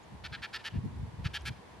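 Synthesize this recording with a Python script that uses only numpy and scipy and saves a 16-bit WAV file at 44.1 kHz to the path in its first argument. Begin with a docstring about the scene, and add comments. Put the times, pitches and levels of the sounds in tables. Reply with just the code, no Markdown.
"""A quiet outdoor hush and soft wind come first; then a bird scolds among pines in two quick, harsh series.
Each call is a train of pulses whose pitch arches, while a slower flutter shakes it into a rasp.
The trees echo the voice, and faint calls answer from farther off.
Wind bumps the microphone: low noise follows the gusts, with single pushes of pressure.
The hush is steady coloured noise, and a few faint high ticks are short bursts of noise."""
import sys
import numpy as np
from scipy import signal
from scipy.fft import rfft, irfft, next_fast_len
from scipy.io import wavfile
from scipy.ndimage import uniform_filter1d, map_coordinates

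SR = 44100
rng = np.random.default_rng(int(sys.argv[2]) if len(sys.argv) > 2 else 0)


def waveform_to_disk(signal):
    """Save audio, clipped to [-1, 1], as 16-bit WAV at the path in sys.argv[1]."""
    frames = np.transpose(np.atleast_2d(signal))
    scaled = np.clip(frames, -1, 1) * 32767
    samples = np.round(scaled).astype(np.int16)
    wavfile.write(sys.argv[1], SR, samples)


N = 79380  # length in samples (1.8 s)


def amp(db):
    """Turn decibels into a gain."""
    return 10 ** (np.asarray(db) / 20)


def unit(x):
    """Scale a sound to an average strength (rms) of 1."""
    return x / np.sqrt(np.mean(x ** 2) + 1e-20)


def along(points, hz):
    """Read a curve of (Hz, value) points, with frequency on a log axis."""
    point_hz, value = np.transpose(points)
    return np.interp(np.log(hz + 1), np.log(point_hz + 1), value)


def wobble(rate):
    """Make a smooth random curve with this many random points a second."""
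    knots = rng.standard_normal(int(N * rate / SR) + 4)
    return map_coordinates(knots, [np.arange(N) * rate / SR])


def filtered(x, response):
    """Multiply the spectrum of a sound by a response that depends on frequency."""
    m = next_fast_len(N + SR // 2)
    hz = np.fft.rfftfreq(m, 1 / SR)
    return irfft(rfft(x, m) * response(hz), m)[..., :N]


def resonate(x, gain):
    """Give a sound the wanted gain at each frequency, ringing only after each pulse, never before."""
    size = 2048
    hz = np.fft.rfftfreq(size, 1 / SR)
    cepstrum = irfft(np.log(np.maximum(gain(hz), 1e-6)))
    # folding the cepstrum forward in time gives the minimum-phase filter
    cepstrum[1:size // 2] *= 2
    cepstrum[size // 2 + 1:] = 0
    ringing = irfft(np.exp(rfft(cepstrum)))
    return signal.fftconvolve(x, ringing)[:N]


def rush(spectrum, alike):
    """Coloured stereo noise of rms 1; more shared noise makes left and right more alike."""
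    def shares(hz):
        angle = np.arccos(np.clip(along(alike, hz), -1, 1)) / 2
        return amp(along(spectrum, hz)) * [np.cos(angle), np.sin(angle)]

    mid, side = filtered(rng.standard_normal((2, N)), shares)
    return unit(np.array([mid + side, mid - side]))


def pulses(times, sizes):
    """Clicks at exact times, even between samples, each drawn as a short windowed sinc."""
    at = times[:, None] * SR
    taps = np.floor(at).astype(int) + np.arange(-7, 9)
    shape = np.sinc(taps - at) * np.cos(np.pi * (taps - at) / 16) ** 2
    return np.bincount(np.clip(taps, 0, N - 1).ravel(), (sizes[:, None] * shape).ravel(), N)


def bird():
    """All calls, straight ahead, with their echoes; the high treble differs between the two ports."""
    # the scolding calls; levels are before the voice trim, pitch and flutter before they arch:
    # middle_s, length_s, level_db, pitch_hz, pitch_rise (share over the call), flutter_hz,
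    # treble_db, beak_hz (resonance), beak_db (its lift)
    scolds = [(0.257, .042, -41, 829.6, .04, 140, -0.5, 3960, 2),
              (0.344, .051, -40, 826, 0.018, 166, -1.5, 4040, 2.5),
              (0.443, 0.051, -38, 867.4, 0.093, 142, -1, 2350, 2),
              (0.554, 0.053, -37, 879.6, 0.12, 142, 0, 5060, 4),
              (0.666, 0.056, -37.5, 889, .11, 172, 0.5, 3000, 4.5),
              (1.262, .043, -39, 846, 0.039, 157, -0.5, 2770, 2.5),
              (1.358, 0.051, -35.5, 856, .04, 142, 1, 3140, 6.5),
              (1.475, 0.051, -37, 841.5, .03, 140, 2, 2270, 2.5)]
    # faint answers from farther off: same columns
    answers = [(.388, .035, -57, 940, .03, 150, -3, 1900, 6),
               (.603, .042, -52.5, 900, .05, 150, -1, 2500, 4),
               (.755, .06, -56.5, 880, .03, 150, -3, 2650, 6)]
    linger_s, linger_hz = .004, 3554

    def linger(hz):
        # the throat holds low tones longer than high ones
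        return np.exp(2j * np.pi * linger_s * (linger_hz * np.exp(-hz / linger_hz) + hz / 2))

    def port_difference(hz):
        return 1j * amp(along([(2000, -18), (4500, -14), (8000, -3.5), (11000, 1.5)], hz))

    calls = sum(scold(*row) for row in list(scolds) + list(answers))
    voice = filtered(calls, linger)
    side = filtered(voice, port_difference)
    return np.array([voice + side, voice - side]) + trees(voice)


def scold(middle, length, level_db, pitch_hz, rise, flutter_hz, treble_db, beak_hz, beak_db):
    """One call: pulses bent and shaken by the flutter, plus air noise, through throat and beak."""
    # tone colour of the throat: frequency_hz, gain_db
    throat_curve = [(600, -17.5), (1050, -16), (1350, 4), (1540, -5.5), (1700, -2.5), (2050, -4),
                    (2360, -3), (2700, -6.5), (3240, -3), (3550, -7.5), (4450, -7), (5500, -16),
                    (6800, -24.5), (8100, -29), (9000, -36.5), (11200, -31), (12500, -38), (14000, -54)]
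    throat_low_hz, throat_slope = 305, 3.7  # the voice fades steeply below this
    beak_width_hz = 380
    rise_share, fall_share = .40, .36  # shares of the call taken by its swell and fade
    pitch_drop = .10  # at both ends of the call, as a share
    # shares of pitch and of force, lopsidedness, and unsteadiness of the flutter's speed
    flutter_bend, flutter_depth, flutter_skew, flutter_wander = 0.099, 0.12, 0.6, .015
    jitter_s, scatter_db = .000016, .8  # uneven timing and size of the pulses
    breath_db, air_hz = -5, 7000  # air noise in the voice; it grows above this pitch
    bright_hz, bright_power = 4500, 0.28  # treble that follows a curve of its own
    ring_db = -10  # clear second harmonic within the rasp
    voice_db = -2

    t = np.arange(N) / SR
    u = np.clip((t - middle) / length, -.5, .5)  # place within the call
    ramp = np.minimum((.5 + u) / rise_share, (.5 - u) / fall_share)
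    swell = np.sin(np.pi / 2 * np.clip(ramp, 0, 1))
    arch = 1 + rise * u - pitch_drop * (2 * u) ** 2

    flutter_speed = flutter_hz * arch * (1 + flutter_wander * wobble(150))
    turn = 2 * np.pi * (np.cumsum(flutter_speed) / SR + rng.random())
    flutter = np.sin(turn) + flutter_skew * np.sin(2 * turn)
    cycles = np.cumsum(pitch_hz * arch * (1 + flutter_bend * flutter)) / SR
    force = swell * (1 + flutter_depth * np.cos(turn))

    # one pulse for each whole cycle around the middle of the call
    chance = rng.standard_normal((2, 128))
    beats = np.interp(middle, t, cycles).round() + np.arange(-64, 64)
    times = np.interp(beats, cycles, t) + jitter_s * chance[0]
    tone = pulses(times, np.interp(times, t, force) * amp(scatter_db * chance[1]))

    # the air noise pulses in step with the tone
    air = rng.standard_normal(N) * force * (1 + np.cos(2 * np.pi * cycles))
    air = filtered(unit(air), lambda hz: np.sqrt(1 + (hz / air_hz) ** 4))

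    def throat(hz):
        treble = treble_db * along([(1700, -1.1), (4000, -0.09), (9000, 3.2)], hz)
        beak = beak_db * np.exp(-((hz - beak_hz) / beak_width_hz) ** 2)
        low_fade = np.sqrt(1 + (throat_low_hz / (hz + 1)) ** throat_slope)
        return amp(along(throat_curve, hz) + treble + beak) / low_fade

    voice = resonate(unit(tone) + amp(breath_db) * air, throat)
    bright = filtered(voice, lambda hz: hz ** 4 / (hz ** 4 + bright_hz ** 4))
    # the treble swells later and fades sooner than the rest
    voice = voice + bright * (swell ** bright_power - 1)
    ring = swell * np.sin(4 * np.pi * np.cumsum(pitch_hz * arch) / SR)
    voice = unit(voice) + amp(ring_db) * unit(ring)
    return amp(level_db + voice_db) * unit(voice) * np.sqrt(np.mean(swell ** 2))


def trees(x):
    """Scattered echoes from the nearest trees, and the soft tail of the wood as fading noise."""
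    # time for the wood's tail to fall by 60 dB: frequency_hz, fade_s
    wood_fade = [(1000, 0.18), (3000, 0.27), (10000, 0.53)]
    # nearest trees: delay_s, level_db
    near_trees = [(0.048, -23), (0.094, -27)]
    spread_s, wood_db = 0.0086, -19  # blur of each echo; level of the tail

    hz, t, cells = signal.stft(rng.standard_normal((2, SR // 2)), SR, nperseg=256)
    fade = amp(-60 * t / along(wood_fade, hz)[:, None])
    tail = signal.istft(cells * fade, SR, nperseg=256)[1]
    t = np.arange(tail.shape[1]) / SR
    answer = amp(wood_db) * tail / np.linalg.norm(tail[0])
    for delay, db in near_trees:
        echo = rng.standard_normal(len(t)) * np.exp(-((t - delay) / spread_s) ** 2)
        answer = answer + amp(db) * echo / np.linalg.norm(echo)
    return signal.fftconvolve(x[None], answer, axes=1)[:, :N]


def wind():
    """Two depths of rumble that rise and fall with the gusts, plus single pushes of pressure."""
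    # tone colour of the rumble: frequency_hz, gain_db
    rumble_colour = [(50, -29), (80, 1), (140, -1.5), (200, -6.5), (300, -19.5), (450, -26), (700, -62)]
    # wind on the microphone, before the cap, trim and bass cut: time_s, level_db
    gust_levels = [(0.0, -59), (0.02, -69), (0.09, -65), (0.13, -45.5), (0.16, -47.5), (0.18, -65.5),
                   (0.25, -47.5), (0.284, -64), (0.32, -42), (0.354, -59), (0.38, -49), (0.486, -67.5),
                   (0.66, -65.5), (0.696, -67), (0.756, -26.5), (0.782, -23), (0.816, -45.5),
                   (0.852, -29.5), (0.896, -46), (1.042, -40.5), (1.062, -45.5), (1.088, -43), (1.112, -58),
                   (1.142, -43), (1.162, -56), (1.198, -38), (1.228, -48), (1.252, -36), (1.268, -45),
                   (1.298, -48), (1.408, -61), (1.508, -36), (1.554, -60), (1.594, -52.5), (1.624, -71),
                   (1.788, -57), (1.8, -65)]
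    # tone colour of the deepest rumble: frequency_hz, gain_db
    deep_colour = [(15, -36), (30, -20), (50, 3.5), (70, 1), (100, -13), (200, -69)]
    # deepest rumble, before the cap, trim and bass cut: time_s, level_db
    deep_levels = [(0.0, -66), (0.124, -63), (0.144, -53), (0.334, -52.5), (0.36, -62), (0.416, -53),
                   (0.476, -83), (0.566, -58), (0.63, -75), (0.782, -44), (0.862, -64), (1.016, -37),
                   (1.162, -74), (1.192, -41), (1.258, -45), (1.398, -53), (1.428, -42.5), (1.678, -72),
                   (1.738, -59), (1.8, -60)]
    # single pushes, before the port lag and bass cut: middle_s, peak_db, half_length_s
    pushes = [(.757, -31, .0012), (.779, -25, .0035), (0.851, -36, 0.0021), (.867, -36, .001),
              (1.0146, -30.5, 0.0034), (1.037, -29.5, 0.0019), (1.078, -43, 0.0021), (1.2629, -21, 0.0022)]
    wind_db, deep_db = -1.0, 3
    port_lag_s, port_cut_hz = .0007, 45

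    t = np.arange(N) / SR
    out = amp(wind_db) * gusting(rumble_colour, gust_levels)
    out = out + amp(deep_db) * gusting(deep_colour, deep_levels)
    for middle, db, half in pushes:
        # a push reaches the two ports at slightly different moments
        u = (t - middle - port_lag_s * rng.standard_normal((2, 1))) / half
        out = out + amp(db) * u * np.exp((1 - u ** 2) / 2)
    # the ports lose the deepest bass
    return filtered(out, lambda hz: hz ** 2 / (hz ** 2 + port_cut_hz ** 2))


def gusting(spectrum, levels):
    """Rumble evened out in strength, then made to follow a level curve up to a cap."""
    # likeness of left and right in the wind: frequency_hz, likeness (-1 to 1)
    wind_alike = [(30, -0.26), (70, 1), (140, 0.57), (260, 0.046)]
    cap_db = -32.5
    rumble = rush(spectrum, wind_alike)
    power = uniform_filter1d(np.mean(rumble ** 2, axis=0), size=1800)
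    rumble = rumble / np.sqrt(abs(power) + 1e-6)
    level_db = np.interp(np.arange(N) / SR, *np.transpose(levels))
    return amp(np.minimum(level_db, cap_db)) * rumble


def hush():
    """The far-off noise of the outdoors: coloured noise with a very slight waver in level."""
    # tone colour of the bass: frequency_hz, gain_db
    bass_colour = [(25, -9), (70, -2), (200, -3)]
    # tone colour above the bass; the first and last rows are left out below: frequency_hz, gain_db
    hush_colour = [(160, -33), (280, -4.5), (460, -4), (499, -4), (533, -6.5), (890, -4), (966, -2),
                   (1300, -13.5), (1810, -11.5), (2600, -17.5), (3450, -18.5), (5560, -25), (7130, -28),
                   (12900, -33.5), (14500, -46)]
    # likeness of left and right: frequency_hz, likeness (-1 to 1)
    hush_alike = [(40, .85), (100, .5), (250, .05), (500, .35), (1000, 0.31), (3000, 0.1), (10000, 0.023)]
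    level_db = -55 + .4 * wobble(6.55)
    return amp(level_db) * rush(list(bass_colour) + list(hush_colour[1:-1]), hush_alike)


def ticks():
    """A few faint high ticks: narrow or wide bands of noise under short bell-shaped swells."""
    # middle_s, level_db, pitch_hz, width_hz, half_length_s
    tick_rows = [(.035, -62, 7000, 250, .004), (1.411, -57, 6200, 1100, .0015),
                 (1.42, -58, 9000, 4000, .001)]
    t = np.arange(N) / SR
    out = np.zeros(N)
    for middle, db, pitch, width, half in tick_rows:
        noise = filtered(rng.standard_normal(N), lambda hz: np.exp(-((hz - pitch) / width) ** 2))
        out = out + amp(db) * np.exp(-((t - middle) / half) ** 2) * unit(noise)
    return out


def scene():
    """Bird, wind and background together."""
    return bird() + wind() + hush() + ticks()


def record(dry):
    """The microphone dulls the top, and nothing above its band limit is kept."""
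    # tone colour of the microphone: frequency_hz, gain_db
    mic_colour = [(30, -9.5), (70, 1.5), (11300, 0.5), (12500, -7), (14000, -17)]
    top_hz = 14600
    return filtered(dry, lambda hz: amp(along(mic_colour, hz)) * (hz < top_hz))


dry = scene()
out = record(dry)
waveform_to_disk(out)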